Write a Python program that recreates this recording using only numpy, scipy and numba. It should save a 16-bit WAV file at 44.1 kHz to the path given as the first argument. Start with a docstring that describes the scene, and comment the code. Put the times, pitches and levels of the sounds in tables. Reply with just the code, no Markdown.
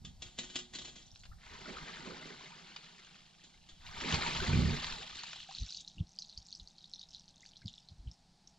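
"""An open concrete yard, where a steel-framed feed trough full of rainwater is lifted by one end.
Knocks at the joints ring the modes of the frame, and the plastic liner booms as it rolls onto its side.
The water spills, then gushes out, sounding through resonating bubbles: the smaller, the higher.
The stream thins to drips on the wet ground, with a few dull thumps; light gusts rumble on the
microphone, and the stereo image closes to mono as the stream ends."""
import sys
import numpy as np
from scipy import signal
from scipy.fft import rfft, irfft, next_fast_len
from scipy.io import wavfile
from scipy.ndimage import uniform_filter1d
from numba import njit

SR = 44100
rng = np.random.default_rng(int(sys.argv[2]) if len(sys.argv) > 2 else 0)


def generate_wav(sig):
    """Save sig (samples, or channels by samples) to the path in sys.argv[1] as 16-bit PCM at SR."""
    pcm = np.round(np.clip(np.atleast_2d(sig).T, -1, 1) * 32767).astype(np.int16)
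    wavfile.write(sys.argv[1], SR, pcm)


N = 378378

# Width of the stereo image, 1 full and 0 mono: time_s, width
STEREO_WIDTH = [(0, 1), (5.2, 1), (5.75, .2), (6.1, 0)]
# Spectrum of drops landing on wet concrete: frequency_hz, level_db
WET_GROUND_SPECTRUM = [(1500, -33), (2700, -10), (3900, 6.5), (4700, 0.5), (6000, 2.5), (7400, -4.5),
                       (9000, -32.5)]
# Normal modes of the plastic liner: pitch_hz, level_db
LINER_MODES = [(55, -15), (77, 5.5), (113, 2.5), (142, 0.5), (178, 0), (238, -3), (362, -12.5)]
# A first spill, then the main gush: start_s, crest_s, end_s, crest_db, swell_db, drain_db, breakup_db
POUR_PHASES = [(1.371, 1.703, 3.85, -53.5, 8, 29, 9), (3.775, 4.1, 5.76, -41.5, 22, 32, 15)]


def amp(db):
    """Decibels to amplitude ratio."""
    return 10 ** (np.asarray(db) / 20)


def unit(x):
    """Normalise to rms 1."""
    return x / np.sqrt(np.mean(x ** 2) + 1e-20)


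def in_time(rows):
    """Linear interpolation of each column of a curve at every sample."""
    s, *columns = np.transpose(rows)
    return [np.interp(np.arange(N) / SR, s, c) for c in columns]


def fft_size():
    """Even transform length, padded to hold decay tails."""
    return 2 * next_fast_len((N + SR) // 2, real=True)


def on_bins(points):
    """Log-frequency interpolation of a spectrum onto the FFT grid."""
    hz, value = np.transpose(points)
    return np.interp(np.log(np.fft.rfftfreq(fft_size(), 1 / SR) + 1), np.log(hz), value)


def filtered(x, response):
    """Linear filtering: the spectrum is multiplied by a frequency response."""
    return irfft(rfft(x, fft_size()) * response)[..., :N]


def colour(x, spectrum):
    """Minimum-phase filtering to a dB spectrum, made causal by folding the cepstrum."""
    cepstrum = irfft(np.log(amp(on_bins(spectrum))))
    cepstrum[1:] *= 2
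    cepstrum[len(cepstrum) // 2:] = 0
    return filtered(x, np.exp(rfft(cepstrum)))


def passband(x, order, hz, kind):
    """Maximally flat low-, high- or band-pass filtering."""
    return signal.sosfilt(signal.butter(order, hz, kind, fs=SR, output="sos"), x)


def drift(per_s):
    """Slow random modulation of rms 1."""
    knots = rng.standard_normal(N // 40)
    return unit(np.interp(np.arange(N) / SR * per_s, np.arange(len(knots)), knots))


def swells(rows):
    """An envelope of summed bell curves."""
    t = np.arange(N) / SR
    return sum(amp(db) * np.exp(-np.minimum(((t - s) / half_s) ** 2, 30)) for s, db, half_s in rows)


def add(out, s, sound):
    """Superpose a sound at time s."""
    i = int(np.clip(s * SR, 0, N - 1))
    out[i:i + len(sound)] += sound[:N - i]


def ring(drive, hz, t60_s):
    """A damped resonator: a unit impulse excites a decaying sine of height 1."""
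    keep, turn = amp(-60 / (t60_s * SR)), 2 * np.pi * hz / SR
    return signal.lfilter([0, np.sin(turn)], [1, -2 * keep * np.cos(turn), keep * keep], drive + 1e-18)


def blip(hz, swell_s, rise=0):
    """A tone burst whose envelope reaches 1 at twice swell_s; rise sets an upward glide."""
    age = np.arange(int(10 * swell_s * SR)) / (swell_s * SR)
    envelope = (age / 2) ** 2 * np.exp(2 - age)
    return envelope * np.sin(2 * np.pi * hz * swell_s * age * (1 + rise * age))


@njit
def ring_each(starts, sizes, turn, keep, lengths, total):
    """Superposed damped sines; each sample advances by turn radians and scales by keep."""
    out = np.zeros(total)
    for k in range(len(starts)):
        state, step = sizes[k] + 0j, keep[k] * np.exp(1j * turn[k])
        for i in range(starts[k], min(starts[k] + lengths[k], total)):
            out[i] += state.imag
            state *= step
    return out


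def bubbles(per_s, low_hz, high_hz, cycles, spread_db=3.0):
    """Bubble resonance: randomly born oscillators each fall 60 dB over the given cycles; rms 1."""
    born = np.flatnonzero(rng.random(N) < per_s / SR)
    sizes = amp(spread_db * np.minimum(rng.exponential(1, N)[born], 4))
    sizes *= rng.choice([-1, 1], N)[born]
    hz = low_hz * (high_hz / low_hz) ** rng.random(N)[born]
    life = cycles / hz * SR
    return unit(ring_each(born, sizes * hz, 2 * np.pi * hz / SR, amp(-60 / life), life.astype(np.int64), N))


def still_air(level_db=-67.5):
    """Ambient noise: a stationary, coloured floor under the other sounds."""
    # Spectrum of the quiet yard: frequency_hz, level_db
    spectrum = [(25, 1.5), (100, -11.5), (175, 4.5), (280, -12.5), (500, -19.5), (800, -6.5), (1100, -18.5),
                (2300, -22.5), (3200, -20), (4200, -13.5), (5500, -16), (8000, -24), (11500, -38),
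                (12500, -48.5)]
    return amp(level_db) * unit(colour(rng.standard_normal(N), spectrum))


def breeze(steady_db=-77.5, flutter_db=3.74, side_db=-7):
    """Wind noise: gusts make the pressure fluctuate, a little differently at each microphone port."""
    # Gusts over the steady breeze: centre_s, level_db, half_length_s
    gusts = [(.1, -61.5, 0.24), (1.4, -63, 0.61), (4.4, -48.5, 0.49)]
    rumble_spectrum = [(20, 0.5), (55, 1.0), (130, -7.5), (350, -50.0)]  # frequency_hz, level_db
    width, = in_time(STEREO_WIDTH)
    mid, side = unit(colour(rng.standard_normal((2, N)), rumble_spectrum))
    strength = (amp(steady_db) + swells(gusts)) * amp(flutter_db * drift(30))
    return strength * (mid + amp(side_db) * width * side * np.array([[1], [-1]]))


def yard(x, t60_s, wet_db):
    """Reverberation: scatter from the ground, fences and sheds decays exponentially."""
    t = np.arange(SR // 2) / SR
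    tail = rng.standard_normal(len(t)) * amp(-60 * t / t60_s) * (t > .003)
    return amp(wet_db) * signal.fftconvolve(x, tail / np.linalg.norm(tail))[:N]


def microphones(x):
    """Stereo pickup: two close ports hear each band at their own level and phase, plus diffuse sound."""
    # Level between the ports: frequency_hz, left_minus_right_db
    balance = [(60, -1), (120, -3), (180, -4), (300, -5), (520, -7), (900, -1.5), (1500, 2.5), (2600, 3.5),
               (3700, 0), (4900, -5), (6800, 5)]
    # Phase between the ports: frequency_hz, left_lead_rad
    lead = [(430, 0), (700, 1.1), (950, 1.4), (1900, .9), (2800, .3), (4500, .4), (6200, 1.6)]
    # Share of diffuse sound: frequency_hz, level_db
    diffuse_share = [(100, -20), (900, -7), (2000, -11), (4000, -11), (7500, -5)]
    width, = in_time(STEREO_WIDTH)
    ratio = amp(on_bins(balance) / 2) * np.exp(.5j * on_bins(lead))
    left, right = filtered(x, ratio), filtered(x, 1 / ratio)
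    diffuse = colour(yard(x, t60_s=.12, wet_db=0), diffuse_share)
    mid, side = (left + right) / 2, (left - right) / 2 + diffuse
    return mid + width * side * np.array([[1], [-1]])


def thumps(swell_cycles=0.44, overtone_ratio=1.87, overtone_db=-6, puff_db=-17.5, puff_s=0.035):
    """Heavily damped oscillation: low tones die in a few cycles, with an overtone and a dull puff."""
    # Dull thumps: start_s, level_db, pitch_hz
    events = [(5.6, -33.5, 49.7), (5.998, -28.5, 87), (6.365, -49, 57), (6.596, -51, 40.7),
              (7.649, -36, 106.5), (7.909, -48, 81), (7.98, -46.5, 47), (8.059, -36.5, 59)]
    tones = np.zeros(N)
    for s, db, hz in events:
        add(tones, s, amp(db) * blip(hz, swell_cycles / hz))
        add(tones, s, amp(db + overtone_db) * blip(overtone_ratio * hz, swell_cycles / hz))
    puff = unit(passband(rng.standard_normal(N), order=4, hz=190, kind="low"))
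    return tones + puff * swells([(s + 2 * swell_cycles / hz, db + puff_db, puff_s) for s, db, hz in events])


def patter(cluster_db=3.5):
    """Shot noise: tiny drops tick at random on wet concrete, most densely as the stream breaks up."""
    # Spells of drops: start_s, end_s, level_db, attack_s, release_s, drops_per_s
    spells = [(1.06, 1.22, -63.5, 0.06, 0.03, 400), (5.65, 5.813, -52, 0.21, 0.055, 770),
              (6.16, 6.583, -60.5, 0.08, 0.065, 230), (6.96, 7.757, -63, 0.22, 0.1, 170)]
    t = np.arange(N) / SR
    envelopes = [amp(db) * np.exp(np.clip(np.minimum((t - start) / attack, (end - t) / release), -20, 0))
                 for start, end, db, attack, release, _ in spells]
    level = sum(envelopes)
    per_s = sum(envelope * rate for envelope, (*_, rate) in zip(envelopes, spells)) / level
    drops = bubbles(per_s * amp(cluster_db * drift(25)), 2220, 8450, cycles=33)
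    drops /= np.sqrt(per_s)  # incoherent drops add in power
    return level * unit(colour(drops, WET_GROUND_SPECTRUM))


def drips(gain_db=0.5, swell_s=0.00042, splash_db=-16, splash_s=0.0035, scatter_s=0.02, droplets=14):
    """Drop impact: each drip pings and splashes on the puddle, throwing up droplets that land later."""
    # The loudest drips: start_s, level_db, pitch_hz
    events = [(5.5495, -33.5, 4270), (5.585, -33.5, 4000), (5.633, -40, 4400), (5.706, -36, 4900),
              (5.724, -32.5, 4330), (5.7473, -34, 4320), (5.7712, -34.5, 4610), (5.8774, -36, 4120),
              (6.188, -29, 4820), (6.222, -33.5, 4230), (6.2963, -39.5, 4200), (6.3758, -33.5, 4600),
              (6.4858, -45, 4330), (6.5268, -33, 4400), (6.551, -37, 5250), (6.5984, -39, 4000),
              (6.6744, -42, 4470), (6.783, -44.5, 4360), (6.8422, -40.5, 3750), (6.9365, -31, 4100),
              (6.994, -38.5, 4440), (7.014, -39.5, 3800), (7.1475, -36, 4030), (7.462, -43, 4600),
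              (7.568, -43.5, 4080), (7.659, -42, 4650), (7.6804, -33.5, 3770), (7.739, -43, 3860),
              (7.7804, -43, 3580), (7.8868, -43.5, 4150), (8.1142, -43, 5440), (8.474, -42.5, 5600)]
    pings, burst = np.zeros(N), np.zeros(N)
    for (s, db, hz), chance in zip(events, rng.random((len(events), droplets, 3))):
        add(pings, s - swell_s, amp(db) * blip(hz, swell_s))
        add(burst, s, amp(db + splash_db) * np.exp(-np.arange(SR // 2) / SR / splash_s))
        for when, weight, pitch in chance:
            delay_s = -scatter_s * np.log(1 - when)
            droplet_db = db - 10.5 - 12 * weight - 130 * delay_s  # the later, the weaker
            add(pings, s + delay_s, amp(droplet_db) * blip(hz * 1.9 ** (pitch - .3), swell_s))
    splash = burst * unit(colour(rng.standard_normal(N), WET_GROUND_SPECTRUM))
    return amp(gain_db) * passband(pings + splash, order=3, hz=(2800, 7000), kind="band")


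def plops(swell_cycles=2.46, rise=0.004, shed_db=-4, chirp_db=6.5, chirps=150):
    """Resonance of single bubbles: larger ones ring longer, rise in pitch as they surface, shed others."""
    # Larger bubbles in the running water and the puddle: start_s, level_db, pitch_hz
    events = [(1.315, -53.5, 1270), (1.656, -41.5, 1386), (1.766, -41, 1240), (4.231, -36, 1300),
              (4.413, -40, 373), (4.984, -57, 428.8), (5.016, -49, 755), (5.358, -56.5, 960),
              (5.488, -47, 751), (5.982, -45, 2770), (7.43, -53.5, 1980), (7.616, -55.5, 1560),
              (8.074, -53, 3040)]
    out = np.zeros(N)
    for (s, db, hz), shed in zip(events, rng.random((len(events), 3, 2))):
        add(out, s, amp(db) * blip(hz, swell_cycles / hz, rise))
        for when, pitch in shed:
            add(out, s + 0.026 * when, amp(db + shed_db) * blip(hz * 1.8 ** (pitch - .3), 1 / hz))
    _, splash_gain, _, _ = pouring()
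    first_s, last_s = POUR_PHASES[0][0], POUR_PHASES[-1][2]
    for when, size, pitch in rng.random((chirps, 3)):  # more come at random in the flow
        s, hz = first_s + when * (last_s - first_s), 800 * 3.5 ** pitch
        height = splash_gain[int(s * SR)] * amp(chirp_db - 10 * size)
        add(out, s, height * blip(hz, swell_cycles / hz, rise))
    return out


def tube_overtones(drive, count=64, t60_s=.06):
    """Dense modal response: the tubes' many quickly damped, uneven modes, as loud as their drive."""
    pitches_hz = np.linspace(1300, 7700, count) + rng.uniform(-45, 45, count)
    rung = sum(ring(drive, hz, t60_s) * (-1) ** k for k, hz in enumerate(pitches_hz))
    return unit(rung) * np.std(drive)


def frame(scrape_s=0.0074, crack_s=0.0049, rattle_s=0.068, scrape_db=-15, clank_db=-1.5, grit_db=2.0,
          strike_db=-18.5, vary_db=4.5, coupling_db=-49, overtone_share=.45):
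    """Impact excitation: loose joints scrape, knock and rattle; each knock rings a new mix of modes."""
    # Knocks of the frame as it is lifted and tipped: start_s, level_db, relative_rattle_db
    knocks = [(0.0493, -44.5, -15), (0.2211, -39, -16), (0.263, -49.5, -13), (0.3874, -30.5, -19),
              (0.434, -45, -14), (0.4992, -46.5, -11.5), (0.5569, -27, -35), (0.589, -37.5, -20),
              (0.736, -44, -11), (0.752, -38, -20), (0.787, -41, -26), (0.817, -47, -20),
              (0.848, -43.5, -11.5), (0.882, -46, -28), (0.9553, -61.5, 6), (3.4392, -50.5, -11),
              (3.6886, -53, -7)]
    # Normal modes of the steel tubes: pitch_hz, level_db
    tube_modes = [(790, -15), (1180, -15), (1680, -8), (1885, -8), (2000, -9), (2168, -6), (2412, -6),
                  (2862, 0), (3030, -4), (3520, -7), (3640, -6), (3780, -5), (4070, -3), (4520, -6),
                  (5093, -7), (6075, -6), (6440, -7), (6990, -6)]
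    # Spectrum of a knock's crack: frequency_hz, level_db
    crack_spectrum = [(100, -46), (200, 14.5), (500, 2), (1400, -1), (2500, 1), (3300, 10), (4300, 4.5),
                      (5500, -1.5), (7200, 4.5), (8500, -22.5), (14000, -47)]
    age, force = np.arange(SR // 2) / SR, np.zeros(N)
    for s, db, rattle_db in knocks:
        ahead = age[age < s][::-1]  # the scrape grows towards the knock
        add(force, s - ahead[0], amp(db + scrape_db) * np.exp(-ahead / scrape_s))
        add(force, s, amp(db) * (np.exp(-age / crack_s) + amp(rattle_db) * np.exp(-age / rattle_s)))
    contact = force * rng.standard_normal(N) * amp(grit_db * drift(400))
    tubes = np.zeros(N)
    for hz, mode_db in tube_modes:
        strikes = np.zeros(N)
        for (s, db, _), (size, sign) in zip(knocks, rng.uniform(-0.57, 1, (len(knocks), 2))):
            add(strikes, s, [amp(db + strike_db + vary_db * size) * np.sign(sign)])
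        tubes += amp(mode_db) * ring(amp(coupling_db) * contact + strikes, hz, t60_s=.125)
    liner_thud = sum(ring(amp(coupling_db) * contact, hz, t60_s=0.37) for hz, _ in LINER_MODES[3:])
    crack = colour(contact, crack_spectrum)
    clank = np.sqrt(1 - overtone_share) * crack + np.sqrt(overtone_share) * tube_overtones(crack)
    return amp(clank_db) * clank + tubes + liner_thud


def liner(gain_db=-10.5, gap_s=.023, jitter=0.464, swell_db=3, fade_db=12.5, t60_s=.15):
    """Modal vibration: uneven runs of soft blows swell and fade, driving the plastic liner's low modes."""
    # Liner gripped, drumming under the gush, then rolling over: start_s, loudest_s, end_s, level_db
    runs = [(0.019, 0.063, 0.11, -43.5), (4.114, 4.123, 4.18, -27.5), (4.483, 4.613, 4.76, -19.5)]
    boom, hits = np.zeros(N), []
    for (start, loudest, end, db), chance in zip(runs, rng.uniform(-0.95, 1, (len(runs), 20))):
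        times = start + gap_s * (np.arange(len(chance)) + jitter * chance)
        times = times[times < end]
        hits += zip(times, db - np.interp(times, [start, loudest, end], [swell_db, 0, fade_db]))
    for (hz, mode_db), chance in zip(LINER_MODES, rng.standard_normal((len(LINER_MODES), 40, 2))):
        blows = np.zeros(N)
        for (s, db), (vary_db, sign) in zip(hits, chance):
            blows[int(s * SR)] = amp(db + mode_db + vary_db) * np.sign(sign)
        boom += ring(blows, hz, t60_s)
    return amp(gain_db) * passband(boom, order=2, hz=(48, 450), kind="band")


def splat_envelope(crest_factor_db=10.5):
    """Liquid impact: each lump of water lands over about a millisecond, then dies away exponentially."""
    # Lumps of water slapping down: start_s, level_db, decay_s
    splats = [(1.1587, -38, 0.0015), (1.2343, -43, 0.009), (1.2538, -43, 0.007), (2.7621, -31, 0.0045),
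              (3.0465, -40.5, 0.0045), (3.866, -42, 0.0072), (4.002, -34, 0.015), (4.108, -30.5, 0.0099),
              (4.124, -26, 0.009), (4.142, -21, 0.0065), (4.8435, -24.5, 0.003), (4.868, -31.5, 0.003),
              (4.923, -31, 0.006), (5.168, -33, 0.004), (5.2345, -30.5, 0.005), (5.268, -34, 0.004),
              (5.3315, -31, 0.0055), (5.359, -36, 0.004)]
    bursts = np.zeros(N)
    for s, db, decay_s in splats:
        add(bursts, s, amp(db - crest_factor_db) * np.exp(-np.arange(SR // 2) / SR / decay_s))
    return uniform_filter1d(bursts, size=40)


def pouring(onset_s=.09, cutoff_s=.03, gurgle_db=-4, splash_db=0.27, thin_db=5, spray_db=-0.35):
    """Jet breakup: as a pour drains, gain passes from gurgle and full splash to thin splash and spray."""
    t = np.arange(N) / SR
    gurgle, splash, thin, spray = np.zeros((4, N))
    for start, crest, end, crest_db, swell_db, drain_db, breakup_db in POUR_PHASES:
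        to_come = np.clip((crest - t) / (crest - start), 0, 1)
        drained = np.clip((t - crest) / (end - crest), 0, 1)
        running = np.clip(np.minimum((t - start) / onset_s, (end - t) / cutoff_s), 0, 1)
        flow = running * amp(crest_db - swell_db * to_come ** 0.89 - drain_db * drained ** 1.926)
        thinning_db = swell_db * to_come + breakup_db * drained
        gurgle += flow * amp(gurgle_db - 0.79 * thinning_db)
        splash += flow * amp(splash_db) * (1 - drained ** 2)
        thin += flow * amp(thin_db) * drained ** 2
        spray += flow * amp(spray_db + breakup_db * drained ** 3.1)
    return gurgle, splash, thin, spray


def rush(cloud, spectrum):
    """Incoherent sum of a bubble cloud and weaker noise, coloured to a spectrum; rms 1."""
    return unit(colour(cloud + .5 * rng.standard_normal(N), spectrum))


def water(uneven_db=1.08, thin_uneven_db=1.5, thin_low_hz=1072, gulp_low_hz=195):
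    """Bubble pitch rises as size falls: big pockets gurgle, smaller ones splash, the finest fizz as spray."""
    # Spectra of the three voices of the water: frequency_hz, level_db
    gurgle_spectrum = [(40, -44), (90, 0.5), (170, 14.5), (280, 3.5), (400, 3), (500, -2), (650, -7),
                       (900, -36)]
    splash_spectrum = [(300, -49.5), (550, -6), (800, 3.5), (1300, 4), (2200, 4.5), (2800, 1),
                       (4000, -31.5)]
    spray_spectrum = [(1500, -45), (2300, -8), (2900, 0.5), (4200, 1), (5600, -7.5), (7200, -9.5),
                      (8400, -20.5), (12500, -35.5), (16000, -44)]
    # Surges that gulp in the trough: centre_s, level_db, half_length_s
    surges = [(1.71, -48, 0.039), (1.85, -71, 0.28), (2.08, -52, 0.079), (2.27, -54, 0.069),
              (4.12, -47, 0.092), (4.63, -41, 0.12)]
    gurgle_gain, splash_gain, thin_gain, spray_gain = pouring()
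    gurgle = rush(bubbles(350, 126.4, 715, cycles=32.6, spread_db=2.5), gurgle_spectrum)
    splash = rush(bubbles(1700, 566.6, 2670, cycles=32), splash_spectrum)
    spray = rush(bubbles(2200, 2380, 7870, cycles=66, spread_db=0.5), spray_spectrum)
    # A thinning stream breaks into single blobs and droplets, and lands more unevenly.
    blobs = unit(passband(bubbles(230, thin_low_hz, 3600, cycles=36), 2, thin_low_hz, "high"))
    droplets = unit(colour(bubbles(350, 2400, 7000, cycles=36), spray_spectrum))
    thinness = thin_gain / (thin_gain + splash_gain + 1e-12)
    broken_spray = np.sqrt(1 - thinness / 2) * spray + np.sqrt(thinness / 2) * droplets
    unevenness = amp((uneven_db + thin_uneven_db * thinness) * drift(70))
    gulps = swells(surges) * unit(passband(gurgle, 2, gulp_low_hz, "high"))
    stream = gulps + gurgle_gain * gurgle + splash_gain * splash
    stream += thin_gain * blobs + spray_gain * broken_spray
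    return stream * unevenness + splat_envelope() * (spray + .5 * splash)


def scene():
    """Superposition: water and trough, their reverberation and the air, with thumps and wind on top."""
    direct = water() + patter() + drips() + plops() + frame() + liner()
    air = still_air()
    return microphones(direct + yard(direct, t60_s=0.18, wet_db=-11) + air) + thumps() + breeze()


def record(dry):
    """Band limiting: a steep low-pass is 70 dB down from 16 kHz upwards."""
    return signal.sosfilt(signal.cheby2(12, 70, 16000, fs=SR, output="sos"), dry)


dry = scene()
out = record(dry)
generate_wav(out)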